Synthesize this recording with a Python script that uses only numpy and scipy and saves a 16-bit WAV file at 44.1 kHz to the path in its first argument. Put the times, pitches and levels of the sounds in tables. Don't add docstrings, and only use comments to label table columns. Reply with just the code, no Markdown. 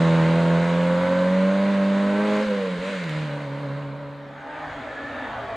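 import sys
import numpy as np
from scipy import signal
from scipy.fft import rfft, irfft, next_fast_len
from scipy.io import wavfile
from scipy.ndimage import uniform_filter1d, map_coordinates

SR = 44100
rng = np.random.default_rng(int(sys.argv[2]) if len(sys.argv) > 2 else 0)


def store_pcm(level_fs):
    pcm = np.round(np.clip(level_fs, -1, 1) * 32767).astype(np.int16)
    wavfile.write(sys.argv[1], SR, np.atleast_2d(pcm).T)


N = 245195
TIME = np.arange(N) / SR

# t/s, speed/(turns/s)
ENGINE_SPEED = [(0.0, 83.5), (0.24, 81.6), (0.39, 84.2), (0.49, 83.9), (1.23, 90.9), (1.7, 99.9),
                (1.78, 97.5), (2.12, 100.5), (2.25, 104.4), (2.38, 103.4), (2.45, 106.9), (2.49, 103.4),
                (2.78, 86.9), (2.9, 99.5), (3.11, 77.6), (3.46, 70.7), (4.45, 70.7)]
# start/s, end/s, f/Hz, swing/(turns/s)
CLUTCH_ROCKING = (3.06, 4.06, 5, 1.28)
# down/s, up/s, opening from 0 to 1
PEDAL_PRESSES = [(-.1, 2.39, 0.99), (2.82, 3.4, 0.42), (3.08, 5, 0.77)]
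# t/s, level/dB
FIRING_LEVEL = [(0.0, -17.5), (0.1, -18), (0.43, -19.5), (0.53, -18.5), (1.05, -25.5), (1.32, -21.5),
                (2.26, -22.5), (2.54, -26), (2.64, -32), (2.76, -28), (2.82, -35), (3.18, -27), (3.42, -31),
                (3.77, -27.5), (4.4, -42.5), (4.5, -52)]
# t/s, level/dB
EXHAUST_LEVEL = [(0, 1.5), (.75, -1.1), (1.05, 1.3), (1.3, -2), (1.9, -4), (2.36, 0.5), (2.65, -4),
                 (2.84, -6), (3.15, -13.5), (3.65, -11), (4.1, -17), (4.42, -22)]
# t/s, level/dB
ENGINE_FADE = [(4.45, 0), (4.65, -40)]
# order, level on throttle/dB, level coasting/dB
PIPE_ORDERS = [(4.0, -28, -29.5), (5.0, -39, -28.5), (6.0, -34.5, -41), (7.0, -43, -50.5),
               (8.0, -38.5, -43)]
# f/Hz, half width/Hz, gain/dB
PIPE_RESONANCES = [(366.7, 32.2, -20), (446.6, 7.8, -10.5), (472.3, 11.7, 3), (559.6, 56.4, 13),
                   (678.7, 9.7, 9), (734, 47, -12.5)]
# order, level/dB
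OVERTONE_ORDERS = [(1, -12), (1.5, -12), (2.5, -6.5), (3, 0.5), (3.5, -15), (4.5, -13.5), (5.5, -12.5),
                   (6.5, -9.5), (9, -6.5), (10, -6), (11, -4), (12, -13), (13, -5.5), (14, -18), (15, -8.5),
                   (16, -14), (17, -11), (18, -21), (19, -11), (21, -12.5)]
# f/Hz, gain/dB
SILENCER_COLOUR = [(72, -7), (84, 2), (105, -3), (250, -2), (300, 2), (350, -3), (560, 4), (720, -5),
                   (980, 2), (1250, -4), (1550, 1), (1750, -6), (2500, -4)]
# f/Hz, half width/Hz, gain/dB
SILENCER_RING = (1530, 27, 8.6)
# f/Hz, level/dB
ROAR_COLOUR = [(30, -32), (60, -18), (120, -14), (250, 4), (380, -10.5), (560, 8.5), (740, -8.5),
               (1000, 3.5), (1250, -3.5), (1600, -3), (2500, -46.5)]
# f/Hz, level/dB
RASP_COLOUR = [(900, -30), (1400, -7.5), (1550, -6.5), (1780, -6.5), (2100, -5), (2620, -12), (2900, -11.5),
               (3260, -14.5), (3900, -14), (4650, -22.5), (5500, -38), (8000, -84)]
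# f/Hz, level/dB
HISS_COLOUR = [(3500, -17), (4700, -6), (5500, -9.5), (6600, -5), (7500, -8.5), (8600, -11), (10000, -20.5),
               (11300, -30), (12500, -61.5), (13500, -56.5)]
# t/s, level/dB
TREBLE_LEVEL = [(0, 1), (.8, -2), (1.5, -5), (2.2, -5.5), (2.37, -2.7), (3.1, -1), (3.38, -6.5), (3.77, -9),
                (3.95, -13.5), (4.3, -16.5)]
# t/s, level/dB
THROTTLE_THUDS = [(2.465, -40), (2.79, -36), (4.77, -40)]
# t/s, level/dB
GRIT_HITS = [(2.335, -32.5), (2.366, -33), (2.5047, -33), (2.959, -34), (3.04, -28.5), (3.0944, -26),
             (3.335, -39.5)]
# f/Hz, level/dB
GRIT_COLOUR = [(800, -20), (2200, 0), (4500, -8), (7000, -22), (13000, -32)]
# t/s, f/Hz, level/dB
STONE_PING = (2.425, 5150, -47)
# t/s, speed/(turns/s), level/dB
FAR_ENGINE = [(4.15, 73, -64), (4.38, 74, -46.5), (4.6, 76, -38), (4.8, 73, -40), (4.95, 66.6, -42),
              (5.12, 72, -39.5), (5.25, 62.5, -44), (5.34, 63, -36), (5.48, 55.6, -35)]
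# order, level/dB
FAR_ENGINE_ORDERS = [(1, -11.5), (2, -3), (3.5, -6.5), (4, -3), (7, -3.5), (8, 0), (9, -6.5), (11, -3),
                     (12, 1.5), (14, -5.5), (16, 0.5), (17, -11), (18, -8), (20, 0.5), (21, -21),
                     (24, -4.5)]
# f/Hz, gain/dB
FAR_PIPE_COLOUR = [(220, -4), (290, 1), (440, -5), (640, 3), (760, -1), (880, 0), (930, -5), (1300, -3)]
# t/s, f/Hz, level/dB
TYRE_SQUEAL = [(4.8, 1800, -67.5), (4.98, 1693, -38), (5.09, 1812, -43), (5.22, 1714, -43),
               (5.29, 1710, -51), (5.42, 1540, -66)]
# t/s, roar level/dB, tyre level/dB
FAR_RUSH_LEVELS = [(4.35, -45, -47), (4.68, -36.5, -39.5), (4.95, -40, -40), (5.25, -33.5, -38.5),
                   (5.56, -35.5, -40)]
# f/Hz, level/dB
FAR_ROAR_COLOUR = [(25, -27), (45, -6), (110, 0), (180, -12), (230, -4.5), (280, 8.5), (350, -7.5),
                   (440, -2), (560, 1), (800, 4), (1000, -1.5), (1300, -1.5), (2000, -54)]
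# f/Hz, level/dB
FAR_TYRE_COLOUR = [(800, -35), (1300, -3.5), (1700, 0.5), (2100, -5), (2700, -11.5), (3800, -16),
                   (4800, -27), (5500, -34), (6600, -30.5), (8500, -38.5), (10000, -46), (13500, -56)]
# f/Hz, time to fall by 60 dB/s
ECHO_TIMES = [(150, 1), (1000, 0.93), (4000, 0.13), (10000, 0.05)]
# f/Hz, level/dB
BACKGROUND_COLOUR = [(20, -20.5), (40, -4), (75, -5.5), (110, -10), (200, -29.5), (600, -14.5), (2000, -26),
                     (4500, -33.5), (9000, -49)]
# f/Hz, likeness (1 = the same)
STEREO_LIKENESS = [(100, 1), (600, 0.96), (1200, 0.92), (2500, 0.91), (5000, 0.77), (10000, 0.88)]

OPEN_S, CLOSE_S = 0.032, .09
FALTER_DB, FALTER_S = -10, 0.035
MID_SPEED = 93
OVERTONE_DB, OVERTONE_COAST_DB, OVERTONE_DB_PER_OCTAVE = -31, -8.5, -6.5
ROAR_DB, ROAR_COAST_DB, ROAR_SHARE = -32, -2.5, 0.63
RASP_DB, RASP_COAST_DB, RASP_DB_PER_OCTAVE = -33, -3, 10
HISS_DB, HISS_SWING = -49.5, 1.25
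FADE_IN_S, TOP_HZ = .005, 13600


def exhaust_tone(angle):
    speed, coast = engine_speed(), coasting()
    note = amp(curves(FIRING_LEVEL)[0]) * order_tone(angle, order=2, waver_db=0)
    blurred = angle + .04 * coast * wobble(70)
    pipe = 0
    for order, on_db, off_db in PIPE_ORDERS:
        level_db = on_db + (off_db - on_db) * coast + resonance_db(order * speed, PIPE_RESONANCES)
        pipe += amp(level_db) * order_tone(blurred, order, waver_db=0.13)
    stumbling = angle + np.interp(TIME, [2.35, 2.5], [.035, .11]) * wobble(70)
    overtones = 0
    for order, db in OVERTONE_ORDERS:
        ring_db = resonance_db(order * speed, [SILENCER_RING])
        overtones += amp(db + ring_db) * order_tone(stumbling, order, waver_db=0.5)
    overtones = coloured(overtones, SILENCER_COLOUR)
    octaves = np.log2(speed / MID_SPEED)
    overtone_db = OVERTONE_DB + OVERTONE_COAST_DB * coast + OVERTONE_DB_PER_OCTAVE * octaves
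    shut_s = THROTTLE_THUDS[0][0]
    falter_db = FALTER_DB * np.exp(-((TIME - shut_s) / FALTER_S) ** 2)
    upper = amp(curves(EXHAUST_LEVEL)[0] + falter_db) * (pipe + amp(overtone_db) * overtones)
    burn = wobble(170)
    return amp(curves(ENGINE_FADE)[0]) * (note * (1 + 0.034 * burn) + upper * (1 + 0.055 * burn))


def engine_speed():
    start, end, hz, swing = CLUTCH_ROCKING
    rocking = swing * np.sin(2 * np.pi * hz * (TIME - start)) * (TIME > start) * (TIME < end)
    return curves(ENGINE_SPEED)[0] - rocking


def coasting():
    return 1 - sum(opening * np.clip(np.minimum((TIME - down) / OPEN_S, 1 + (up - TIME) / CLOSE_S), 0, 1)
                   for down, up, opening in PEDAL_PRESSES)


def gas_rush(angle):
    exhaust_db, treble_db, coast = curves(EXHAUST_LEVEL)[0], curves(TREBLE_LEVEL)[0], coasting()
    octaves = np.log2(engine_speed() / MID_SPEED)
    flow_db = treble_db + RASP_COAST_DB * coast + RASP_DB_PER_OCTAVE * octaves
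    bursts = 0.14 * np.cos(2 * angle) + 0.031 * np.cos(angle) + 0.036 * np.cos(angle / 2)
    depth = np.interp(TIME, [2.4, 4.4], [1, .3])
    pulse = unit(1 + depth * bursts)
    roar = amp(ROAR_DB + ROAR_COAST_DB * coast + ROAR_SHARE * exhaust_db) * noise(ROAR_COLOUR, 0)
    rasp = amp(RASP_DB + flow_db) * noise(RASP_COLOUR, flicker_db=1.0)
    hiss = amp(HISS_DB + HISS_SWING * flow_db) * noise(HISS_COLOUR, flicker_db=1.7)
    return pulse * (roar + rasp) + np.sqrt(np.abs(pulse)) * hiss


def throttle_thuds():
    return sum(amp(db) * decay(start, 0.098) * np.sin(2 * np.pi * 66 * (TIME - start))
               for start, db in THROTTLE_THUDS)


def flung_grit():
    grit = coloured(rng.standard_normal(N), GRIT_COLOUR)
    ticks = grit * sum(amp(db - 6.5) * decay(start, .016) for start, db in GRIT_HITS)
    start, hz, db = STONE_PING
    ping = amp(db) * decay(start, .1) * np.sin(2 * np.pi * hz * (TIME - start))
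    return ticks + ping


def far_car():
    speed, engine_db = curves(FAR_ENGINE)
    angle = running_angle(speed, drift=0.00318, jitter=0.0048)
    tones = sum(amp(db) * order_tone(angle, order, waver_db=5.5) for order, db in FAR_ENGINE_ORDERS)
    engine = amp(engine_db - 2) * coloured(tones, FAR_PIPE_COLOUR)
    squeal_hz, squeal_db = curves(TYRE_SQUEAL)
    slip = running_angle(squeal_hz, drift=.004, jitter=.006)
    squeal = amp(squeal_db - 3) * order_tone(slip, order=1, waver_db=-0.5)
    direct = engine + squeal
    return direct + .5 * forest_echo(direct)


def far_rush():
    roar_db, tyres_db = curves(FAR_RUSH_LEVELS)
    roar = amp(roar_db) * noise(FAR_ROAR_COLOUR, flicker_db=2.5)
    tyres = amp(tyres_db) * noise(FAR_TYRE_COLOUR, flicker_db=2.0)
    return roar + tyres


def forest_echo(sound):
    hz, t, spectrum = signal.stft(rng.standard_normal((2, SR)), SR, nperseg=256)
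    dying = amp(-60 * t / at_pitch(ECHO_TIMES, hz)[:, None])
    mid, side = signal.istft(spectrum * dying, SR, nperseg=256)[1]
    tail = np.array([mid + 0.091 * side, mid - 0.28 * side]) / np.linalg.norm(mid)
    return signal.fftconvolve(sound[None], tail, axes=1)[:, :N]


def background():
    return amp(-60) * noise(BACKGROUND_COLOUR, flicker_db=5.0)


def running_angle(speed, drift, jitter):
    return 2 * np.pi * np.cumsum(speed * (1 + drift * wobble(16) + jitter * wobble(150))) / SR


def order_tone(angle, order, waver_db):
    tone = np.sqrt(2) * np.sin(order * angle + rng.uniform(0, 2 * np.pi))
    return tone * unit(amp(waver_db * wobble(6.02)))


def resonance_db(hz, resonances):
    return sum(db * np.exp(-((hz - centre) / width) ** 2) for centre, width, db in resonances)


def noise(colour, flicker_db):
    spectrum = signal.stft(rng.standard_normal((2, N)), nperseg=1024)[2]
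    patches = uniform_filter1d(rng.standard_normal(spectrum.shape[1:]), size=5, axis=0)
    patches = uniform_filter1d(patches, size=10, axis=1)
    pair = signal.istft(spectrum * amp(flicker_db * unit(patches)), nperseg=1024)[1][:, :N]

    def mid_side_gains(hz):
        spread = np.arccos(np.clip(at_pitch(STEREO_LIKENESS, hz), -1, 1)) / 2
        return amp(at_pitch(colour, hz)) * [np.cos(spread), np.sin(spread)]

    mid, side = filtered(pair, mid_side_gains)
    return unit(np.array([mid + side, mid - side]))


def wobble(rate):
    points = rng.standard_normal(int(N * rate / SR) + 4)
    coarse = np.arange(0, N + 32, 32)
    return np.interp(np.arange(N), coarse, map_coordinates(points, [coarse * rate / SR]))


def decay(start, fall_s):
    return (TIME >= start) * amp(-60 * np.abs(TIME - start) / fall_s)


def coloured(sound, colour):
    return unit(filtered(sound, lambda hz: amp(at_pitch(colour, hz))))


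def filtered(sound, gain):
    size = next_fast_len(N + SR // 2)
    return irfft(rfft(sound, size) * gain(np.fft.rfftfreq(size, 1 / SR)), size)[..., :N]


def curves(rows):
    times, *columns = np.transpose(rows)
    return [np.interp(TIME, times, column) for column in columns]


def at_pitch(rows, hz):
    pitches, values = np.transpose(rows)
    return np.interp(np.log(hz + 1), np.log(pitches + 1), values)


def amp(db):
    return 10 ** (np.asarray(db) / 20)


def unit(x):
    return x / np.sqrt(np.mean(x ** 2) + 1e-20)


def scene():
    angle = running_angle(engine_speed(), drift=0.001974, jitter=0.0051)
    tone = exhaust_tone(angle)
    echo_gain = amp(np.interp(TIME, [2, 4.3], [-26, -19]))
    near = (tone + echo_gain * forest_echo(tone)) * amp([[-.65], [.65]])
    handover = np.interp(TIME, [4.15, 4.4], [0, np.pi / 2])
    rush = np.cos(handover) * gas_rush(angle) + np.sin(handover) * far_rush()
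    return near + rush + far_car() + throttle_thuds() + flung_grit() + background()


def record(dry):
    return filtered(dry * np.minimum(TIME / FADE_IN_S, 1), lambda hz: hz < TOP_HZ)


dry = scene()
out = record(dry)
store_pcm(out)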